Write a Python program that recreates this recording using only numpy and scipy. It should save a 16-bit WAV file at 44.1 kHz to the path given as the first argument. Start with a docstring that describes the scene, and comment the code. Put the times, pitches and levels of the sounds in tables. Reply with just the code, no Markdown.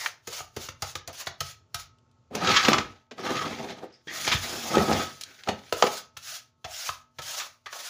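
"""Short strokes of a hand brush over a tiled kitchen floor; in the middle a plastic dustpan is dragged and knocked.
Brush, pan lip and rasping edge are streams of tiny random slips, coloured by filters and shaped by level curves.
Each blow is a noisy push that cracks, rings the hollow pan and thumps the floor; light taps are short spikes.
The hard room answers with a short tail, a hollow bin rings along, and a fridge hums faintly in the still air."""
import sys
import numpy as np
from scipy import signal
from scipy.fft import rfft, irfft, next_fast_len
from scipy.io import wavfile
from scipy.ndimage import uniform_filter1d, map_coordinates

SR = 44100
rng = np.random.default_rng(int(sys.argv[2]) if len(sys.argv) > 2 else 0)


def inscribe(sig):
    """Save sig as 16-bit PCM at rate SR to the path in sys.argv[1].

    A 1-D sig is mono; a 2-D sig holds one channel per row.
    Samples are clipped to [-1, 1] before scaling.
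    """
    pcm = np.round(np.clip(np.atleast_2d(sig).T, -1, 1) * 32767)
    wavfile.write(sys.argv[1], SR, pcm.astype(np.int16))


N = 348328
T = np.arange(N) / SR  # time of every sample [s]

# resonances of the pan's hollow shell: (centre [Hz], width [Hz], relative level [dB])
HOLLOW = [(168, 58, -7), (231, 21, 4.5), (260, 120, -2.5), (399, 56, -1), (499.6, 38, -2),
          (650.5, 60, -2.5), (817, 116, -3), (1235, 39, 1), (1880, 210, -5.5), (2577, 840, 3)]
# boom of the floor and room: (centre [Hz], width [Hz], relative level [dB])
SLAB = [(54, 6.3, -13.5), (88.3, 16, -3), (142, 23, -3.5)]


def amp(db):
    """Turn decibels into a plain gain."""
    return 10 ** (np.asarray(db) / 20)


def along(points, hz):
    """Read (Hz, value) points at any frequency, on a log axis."""
    f, v = np.transpose(points)
    return np.interp(np.log(hz + 1), np.log(f + 1), v)


def gains(tables):
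    """One gain per sample for each dB column; silence outside the tables."""
    out = np.zeros((len(tables[0][0]) - 1, N))
    for rows in tables:
        s, *cols = np.transpose(rows)
        inside = (T >= s[0]) & (T < s[-1])
        out[:, inside] += amp([np.interp(T[inside], s, c) for c in cols])
    return out


def wobble(rate):
    """A smooth random curve with rate knots a second."""
    knots = rng.standard_normal(int(N * rate / SR) + 4)
    return map_coordinates(knots, [T * rate])


def filtered(x, response):
    """Pass x through a filter given as a function of frequency."""
    m = next_fast_len(len(x) + SR // 4)
    spectrum = rfft(x, m) * response(np.fft.rfftfreq(m, 1 / SR))
    return irfft(spectrum, m)[:len(x)]


def modes(table):
    """Filter of (Hz, width, dB) resonances that ring only after they are hit; their signs alternate."""
    def response(f):
        total = 0
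        for k, (centre, width, db) in enumerate(table):
            resonance = 1j * f * width / (centre * centre - f * f + 1j * f * width)
            total = total + (-1) ** k * amp(db) * resonance
        return total
    return response


def shape(points):
    """Filter that follows (Hz, dB) points."""
    return lambda f: amp(along(points, f))


def rub(response, band, spiky_db):
    """Rubbing is many tiny slips of uneven size, filtered; scaled to rms 1 inside the band [Hz]."""
    slips = rng.standard_normal(N) * amp(spiky_db * rng.standard_normal(N))
    f = np.arange(1, SR // 2)
    inside = np.abs(response(f)) * (f > band[0]) * (f < band[1])
    return filtered(slips, response) / np.std(slips) / np.sqrt(np.mean(inside ** 2))


def patchy(x, patchy_db):
    """Uneven glaze and grit: the colour of a rub shifts in small random patches of time and pitch."""
    z = signal.stft(x, nperseg=512)[2]
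    field = uniform_filter1d(rng.standard_normal(z.shape), 4, 0)
    field = uniform_filter1d(field, 6, 1)
    return signal.istft(z * amp(patchy_db * field / np.std(field)), nperseg=512)[1][:N]


def brush():
    """Bristle tips tick over the glaze and shake the head that holds them."""
    # colour of the brushing as picked up, dipped near 8-10 kHz and raised near 15 kHz:
    # (frequency [Hz], relative level [dB])
    brushing_colour = [(300, -39), (464, -25.5), (671, -3), (1090, -21), (1250, 0), (2130, -2), (2790, 0.5),
                       (6780, 3.5), (8160, -10.5), (9810, -6), (13500, -13.5), (15200, -2.5), (16500, -35)]
    # resonances of the brush head: (centre [Hz], width [Hz], relative level [dB])
    head = [(610, 210, 3), (1200, 380, 4)]
    tips = rub(shape(brushing_colour), (8000, 16000), spiky_db=3)
    shake = rub(modes(head), (300, 1600), spiky_db=3)
    tip_gain, head_gain = strokes()
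    unsteady = amp(1.9 * wobble(60))
    return unsteady * (tip_gain * tips + head_gain * amp(2 * wobble(30)) * shake)


def strokes():
    """Gains of tips and head: slaps that die away and sweeps that swell, hold and lift."""
    # the bristles slap down on the tiles: (time [s], relative level of the tips [dB])
    slap_table = [(.272, -35.5), (0.564, -36.5), (.688, -45), (0.821, -32.5), (.953, -35.5), (1.075, -40),
                  (1.128, -47.5), (1.261, -45), (1.272, -37), (1.405, -28), (1.744, -30.5), (2.351, -34),
                  (2.683, -29.5), (5.21, -42.5), (5.725, -32), (6.169, -39), (6.646, -46.5), (7.188, -43.5),
                  (7.218, -42), (7.727, -53.5)]
    # sweeps: (full contact [s], lift [s], relative tip level at contact [dB], at lift [dB],
    #          shake of the head over the tips [dB], fall after the lift [dB/s])
    sweep_table = [(0, 0.064, -43, -42.5, 0.5, 368), (0.337, 0.389, -43, -43.5, -3.5, 331),
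                   (0.61, 0.652, -48.5, -45, -5.5, 398), (0.871, 0.898, -49.5, -47.5, -1, 498),
                   (1.18, 1.21, -49.5, -42.5, -2.5, 551), (1.471, 1.498, -49, -50, -11, 380),
                   (1.77, 1.801, -71, -46.5, -5.5, 452), (2.506, 2.677, -48.5, -47.5, -8, 608),
                   (2.741, 2.78, -56, -59.5, 2.5, 140), (3.258, 3.662, -55.5, -65, -10, 199),
                   (4.147, 5.03, -43.5, -46, -2.5, 150.5), (5.163, 5.695, -66.5, -69, -5, 299),
                   (5.782, 5.986, -45, -47, 3.5, 391.5), (6.27, 6.359, -44, -45.5, -12, 295.5),
                   (6.72, 6.896, -49, -43, -7, 286), (7.258, 7.4, -46.5, -41.5, -2, 227),
                   (7.745, 7.9, -50, -44, 0, 300)]
    slap_rise_s, slap_t60_s = 0.0012, 0.033
    splay_db, splay_t60_s = -17.5, 0.12  # the bent bristles settle longer than the slap
    slap_head_db = -12.5  # shake of the head over the tips in a slap
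    press_db_per_s = 353.5  # swell before full contact

    s, db = np.transpose(slap_table)[:, :, None]
    since = np.arange(SR // 4) / SR
    fall = amp(-60 * since / slap_t60_s) + amp(splay_db - 60 * since / splay_t60_s)
    slaps = amp(db) * fall * (1 - np.exp(-since / slap_rise_s))
    at = (s * SR).astype(int) + np.arange(len(since))
    slap_gain = np.bincount(at.ravel(), slaps.ravel(), N + len(since))[:N]
    out = slap_gain * amp([[0], [slap_head_db]])  # row 0: tips, row 1: head
    for start, lift, start_db, lift_db, head_db, fall_db_per_s in sweep_table:
        swell_db = press_db_per_s * np.clip(start - T, 0, 1)
        lift_off_db = fall_db_per_s * np.clip(T - lift, 0, 1)
        held_db = np.interp(T, [start, lift], [start_db, lift_db])
        out += amp(held_db - swell_db - lift_off_db) * amp([[0], [head_db]])
    return out


def pan():
    """The lip chatters over the tiles, sings its note and drives the shell and the floor."""
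    # three pan drags, then a faint rustle with one jolt:
    # (time [s], relative lip scrape [dB], relative hollow boom [dB])
    drags = [
        [(2.305, -74, -57.5), (2.353, -45.5, -30.5), (2.397, -39.5, -35.5), (2.473, -29, -25),
         (2.505, -26, -27.5), (2.571, -20, -32.5), (2.634, -28, -34.5), (2.687, -27.5, -28),
         (2.737, -37.5, -25), (2.96, -64.5, -66.5), (3.07, -82, -84)],
        [(3.112, -55, -54), (3.16, -68, -56), (3.2, -44, -40), (3.288, -36.5, -33.5), (3.34, -35, -33),
         (3.44, -36, -30), (3.475, -39, -38), (3.65, -43.5, -38), (3.774, -54, -49.5), (3.841, -59, -40),
         (3.899, -63.5, -80.5), (4.02, -68, -87.5)],
        [(4.072, -39.5, -47), (4.2, -41, -45), (4.327, -25, -36.5), (4.402, -41.5, -47.5), (4.619, -46, -41),
         (4.786, -30.5, -22), (4.867, -41, -37.5), (4.93, -30, -19), (5.024, -38.5, -30.5), (5.14, -59, -74)],
        [(5.14, -59, -66), (5.46, -55, -66.5), (5.49, -44, -23), (5.542, -61, -54), (5.7, -54.5, -64)],
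    ]
    # the lip's note, a curve for each of the three drags: (time [s], relative level [dB])
    note_curves = [
        [(2.33, -57.5), (2.352, -43.5), (2.576, -19), (2.634, -30.5), (2.746, -24), (2.96, -70)],
        [(3.18, -50), (3.278, -36), (3.454, -30), (3.48, -50), (3.866, -62), (3.9, -75)],
        [(4.08, -55), (4.298, -42), (4.608, -53), (4.762, -31), (5.036, -38), (5.14, -65)],
    ]
    # colour of the lip's scrape: (frequency [Hz], relative level [dB])
    lip_colour = [(880, -37), (1500, 1.5), (2280, 1), (2990, -3.5), (3200, -0.5), (3920, -2), (6720, -8.5),
                  (7860, -25.5), (11700, -49.5), (19800, -120)]
    # resonances of the lip's note: (centre [Hz], width [Hz], relative level [dB])
    lip_ring = [(1228, 113, 4.5), (1327, 61, 2)]
    (lip, boom), (note,) = gains(drags), gains(note_curves)
    chatter = wobble(45)  # shared, so lip, note and shell rise and fall together
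    lip_unsteady = amp(2.5 * chatter + 2.6 * wobble(160))
    lip = lip * lip_unsteady * rub(shape(lip_colour), (1800, 7500), spiky_db=6.5)
    note = note * amp(2.1 * chatter) * rub(modes(lip_ring), (1150, 1420), spiky_db=1.0)
    shell = rub(modes(HOLLOW[:-3]), (150, 1000), spiky_db=2.5)
    shell_unsteady = amp(3.5 * chatter + 3 * wobble(18))
    floor = amp(-12.5) * rub(modes(SLAB), (40, 150), spiky_db=3.0)
    return lip + note + boom * (shell_unsteady * shell + floor)


def knocks():
    """Each contact is a rough push that cracks, rings the shell modes nearest the struck spot and thumps the floor."""
    # blows, landings and shoves: (time [s], relative crack level [dB], time to peak force [ms, 12 at most],
    #                              relative hollow knock [dB], knock centre [Hz], relative floor thud [dB])
    knock_table = [(0.2724, -34, 5.1, -41.5, 544, -47), (0.4036, -44, 2.9, -40.5, 900, -45),
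                   (0.564, -27, 4.8, -36, 403, -35.5), (0.687, -20.5, 1.5, -48.5, 495, -40.5),
                   (0.822, -28.5, 7.7, -36.5, 1010, -33), (0.954, -18.5, 1.4, -37, 910, -41),
                   (1.0752, -33.5, 14, -43, 660, -42.5), (1.269, -16, 2.5, -39, 850, -40),
                   (1.4065, -26.5, 4.5, -35, 930, -33), (1.7455, -32.5, 5.1, -43.5, 1270, -36.5),
                   (2.309, -55.5, 2.9, -43, 282.5, -48), (2.3498, -21.5, 2.6, -31.5, 402, -44),
                   (2.471, -9.5, 3.9, -33, 500, -38), (2.5405, -12.5, 5.8, -34, 1250, -53),
                   (2.5619, -3.5, 6.2, -32, 1183, -48), (2.6474, -8.5, 5.6, -36, 1225, -42),
                   (2.683, -5.5, 2.1, -17, 326, -32), (2.7181, -15, 1.1, -25, 501, -37),
                   (2.7311, -3, 1.7, -32, 953, -31), (2.7407, -21.5, 2.5, -26, 1280, -41),
                   (2.7825, -8.5, 2, -36.5, 583, -29), (3.1107, -33, 4.8, -44.5, 378, -62),
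                   (3.1807, -32, 3, -64, 735, -65), (3.8245, -45, 9.3, -38, 469, -69),
                   (4.2763, -11.5, 1.9, -32, 960, -35), (4.3158, -11.5, 9, -27.5, 2600, -42),
                   (4.3434, -28, 4.4, -36.5, 201, -21.5), (4.77, -22, .6, -17.5, 420, -33),
                   (4.781, -13, 1.75, -18.5, 256, -24.5), (4.9132, -17.5, .8, -27.5, 600, -38),
                   (4.928, -15, 3.4, -28.5, 298, -28), (5.4735, -26, 2.1, -36.5, 790, -46),
                   (5.4865, -13.5, 2.5, -26, 659, -42.5), (5.7247, -10.5, 0.98, -26, 562, -37.5),
                   (5.8239, -1.5, 1.2, -16.5, 860, -61), (5.836, -25.5, 2.3, -21.5, 491, -64),
                   (5.866, -17.5, 4, -30, 600, -66), (6.1671, -29.5, 3.9, -49.5, 1125, -49.5),
                   (6.6434, -23.5, 4.8, -48.5, 747, -40), (6.8895, -25, 2, -31, 1306, -41.5),
                   (7.185, -27.5, 5.3, -41, 750, -41), (7.398, -21, 10.5, -41.5, 1260, -61),
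                   (7.659, -30, 5, -41.5, 1810, -58.5), (7.726, -26, 4, -42.5, 1210, -68)]
    # colour of the crack: (frequency [Hz], relative level [dB])
    crack_colour = [(590, -31), (1000, -5), (3690, -6.5), (7090, -16), (9000, -45.5), (19800, -120)]
    grip, grip_hz = 1.5, 19  # a held shell is damped: each mode's width is multiplied, then gains 19 Hz
    push_s = 0.0017  # time to the peak of the soft push into the floor

    t = np.arange(SR // 8) / SR
    out = np.zeros((3, N + len(t)))
    hz, width, db = np.transpose(HOLLOW)[:, :, None]
    push = t * np.exp(-t / push_s)
    for s, crack_db, contact_ms, knock_db, spot_hz, thud_db in knock_table:
        u = 1000 * t / np.clip(contact_ms, .1, 12)
        force = u * np.exp(1 - u)
        noise = rng.standard_normal((2, len(t)))

        far_db = 17 * np.abs(np.log2(hz / spot_hz))  # modes far from the spot's pitch ring less
        share = amp(db + rng.normal(0, 2.4, hz.shape) - far_db)
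        decay = np.exp(-np.pi * (grip * width + grip_hz) * t)
        detuned_hz = hz * amp(rng.normal(0, 0.25, hz.shape))
        ring = (share * decay * np.sin(2 * np.pi * detuned_hz * t)).sum(0)
        ring = signal.fftconvolve(ring, force * noise[1])[:len(t)]
        # little sounds far below the spot
        ring = filtered(ring, lambda f: (2j * f / (spot_hz + 2j * f)) ** 1.8)
        ring /= np.std(ring[:SR // 40])

        clatter = force + 0.41 * amp(-60 * t / 0.072)  # loose parts go on rattling
        snap = clatter * noise[0]
        snap = snap / np.abs(snap).max()
        blow = [amp(crack_db) * snap, amp(knock_db) * ring, amp(thud_db) * push / push.sum()]
        out[:, round(s * SR):][:, :len(t)] += blow
    crack, knock, thud = out[:, :N]
    crack = amp(11.0) * filtered(crack, shape(crack_colour))
    knock = filtered(knock, lambda f: (1j * f / (130 + 1j * f)) ** 2)  # a small shell radiates no deep bass
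    thud = amp(61.5) * filtered(thud, modes(SLAB))
    return crack + knock + thud


def rasps():
    """A plastic edge rasps along the tiles: short fading rubs, each in one broad resonance."""
    # rasps: (time [s], fade length [s], centre [Hz], relative level [dB])
    rasp_table = [(0, 0.066, 2070, -40), (3.921, 0.048, 5150, -57), (4.071, .04, 3300, -44),
                  (4.078, 0.11, 1900, -37), (5.24, 0.3, 1500, -57), (6.642, 0.062, 703, -37.5),
                  (7.661, 0.1, 1800, -46)]
    sharpness, fade_db = 5.3, 6.5  # centre over width; drop after one fade length
    out, t = np.zeros(N + SR), np.arange(SR // 4) / SR
    for s, length, hz, db in rasp_table:
        resonance = modes([(hz, hz / sharpness, 0)])
        grit = filtered(rng.standard_normal(len(t)), lambda f: resonance(f) ** 2)
        fade = amp(db - fade_db * (t / length) ** 2) * (1 - np.exp(-t / .004))
        out[round(s * SR):][:len(t)] += fade * grit / np.std(grit)
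    return out[:N]


def ticks():
    """Light hard taps of an edge: a spike and its brief rustle in one broad resonance, dull above it."""
    # taps: (time [s], peak level [dB], centre [Hz])
    tick_table = [(0.061, -10, 1884), (1.9855, -57, 4000), (2.114, -57.5, 5000), (5.2113, -27, 5600),
                  (5.2363, -22.5, 5000), (5.4363, -31, 2920)]
    sharpness, t60_s = 0.78, 0.03  # centre over width; time for the rustle to fall 60 dB
    out, t = np.zeros(N + SR), np.arange(SR // 16) / SR
    for s, db, hz in tick_table:
        burst = 0.16 * amp(-60 * t / t60_s) * rng.standard_normal(len(t))
        burst[0] = 1
        resonance = modes([(hz, hz / sharpness, 0)])
        tick = filtered(burst, lambda f: resonance(f) ** 2 / (1 + 1j * f / (2 * hz)) ** 2)
        out[round(s * SR):][:len(t)] += amp(db) * tick / np.abs(tick).max()
    return out[:N]


def hollow_bin(near):
    """A hollow bin nearby rings on in sympathy with the sounds near it."""
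    # the bin's resonance: (centre [Hz], width [Hz], level [dB])
    bin_ring = [(1283, 5, 4.5)]
    return filtered(near, modes(bin_ring))


def kitchen(x):
    """A noise tail with its decay set by frequency points; sources move, so each moment gets a new tail."""
    # tail decay set by frequency points, much shorter above 8 kHz: (frequency [Hz], time to fall 60 dB [s])
    tail_t60 = [(80, 0.48), (300, 0.32), (1300, 0.3), (6500, 0.24), (8000, 0.12), (15000, 0.082)]
    hop = SR // 4
    count = N // hop + 2
    hz, t, z = signal.stft(rng.standard_normal((count, 2 * hop)), SR, nperseg=512)
    decay = amp(-60 * t / along(tail_t60, hz)[:, None])
    tails = signal.istft(z * decay, SR, nperseg=512)[1][:, :2 * hop]
    # cut the sound into overlapping, smoothly faded pieces
    padded = np.pad(x, (hop, 3 * hop))
    starts = hop * np.arange(count)[:, None]
    pieces = np.hanning(2 * hop) * padded[starts + np.arange(2 * hop)]
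    wet = signal.fftconvolve(pieces, tails / np.linalg.norm(tails[0]), axes=1)
    out = np.zeros((count + 4) * hop)
    for k, piece in enumerate(wet):
        out[k * hop:][:len(piece)] += piece
    return np.pad(out[hop:], (220, 0))[:N]  # the first walls answer after 5 ms


def fridge():
    """Compressor tones, slightly unsteady, over the still air of the room."""
    # compressor tones: (frequency [Hz], relative level [dB])
    partials = [(242.2, -76), (640.6, -82.5), (888.2, -77.5), (1087, -83), (1287, -80.5)]
    # colour of the room's murmur: (frequency [Hz], relative level [dB])
    air_colour = [(25, -23.5), (97, 2.5), (125, 3), (185, -14.5), (400, -15.5), (1100, -27), (1310, -17),
                  (1570, -31), (7200, -34), (8200, -52), (16000, -69.5)]
    air_db, air_fall_db_per_s = -65.5, .6  # the murmur eases off slowly
    hum = 0
    for hz, db in partials:
        unsteady = amp(db - 1.5 + 4 * wobble(3))
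        hum = hum + unsteady * np.sin(2 * np.pi * (hz * T + rng.random()))
    air_gain = amp(air_db - air_fall_db_per_s * T + 3 * wobble(3.3))
    return hum + air_gain * rub(shape(air_colour), (25, 12000), spiky_db=3.0)


def scene():
    """Everything on the floor, close by, in the tiled room; the small taps stir the room less."""
    rubbing = patchy(brush() + pan() + rasps(), patchy_db=2.0)
    near = amp(-3.5) * rubbing + knocks()
    taps = ticks()
    room = amp(-8.0) * kitchen(near + 0.44 * taps)
    return (near + taps + room + hollow_bin(near) + fridge())[None]


def record(dry):
    """The phone drops the deep bass, rounds the loudest peaks, dulls its last kilohertz and keeps nothing above."""
    top, top_hz = .8, 16600  # level the rounded peaks approach; highest frequency kept
    x = filtered(dry[0], lambda f: (1j * f / (45 + 1j * f)) ** 2)
    x = x / (1 + (x / top) ** 4) ** (1 / 4)
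    return filtered(x, lambda f: (f < top_hz) * amp(np.interp(f, [15300, 15600], [0, -25])))[None]


dry = scene()
out = record(dry)
inscribe(out)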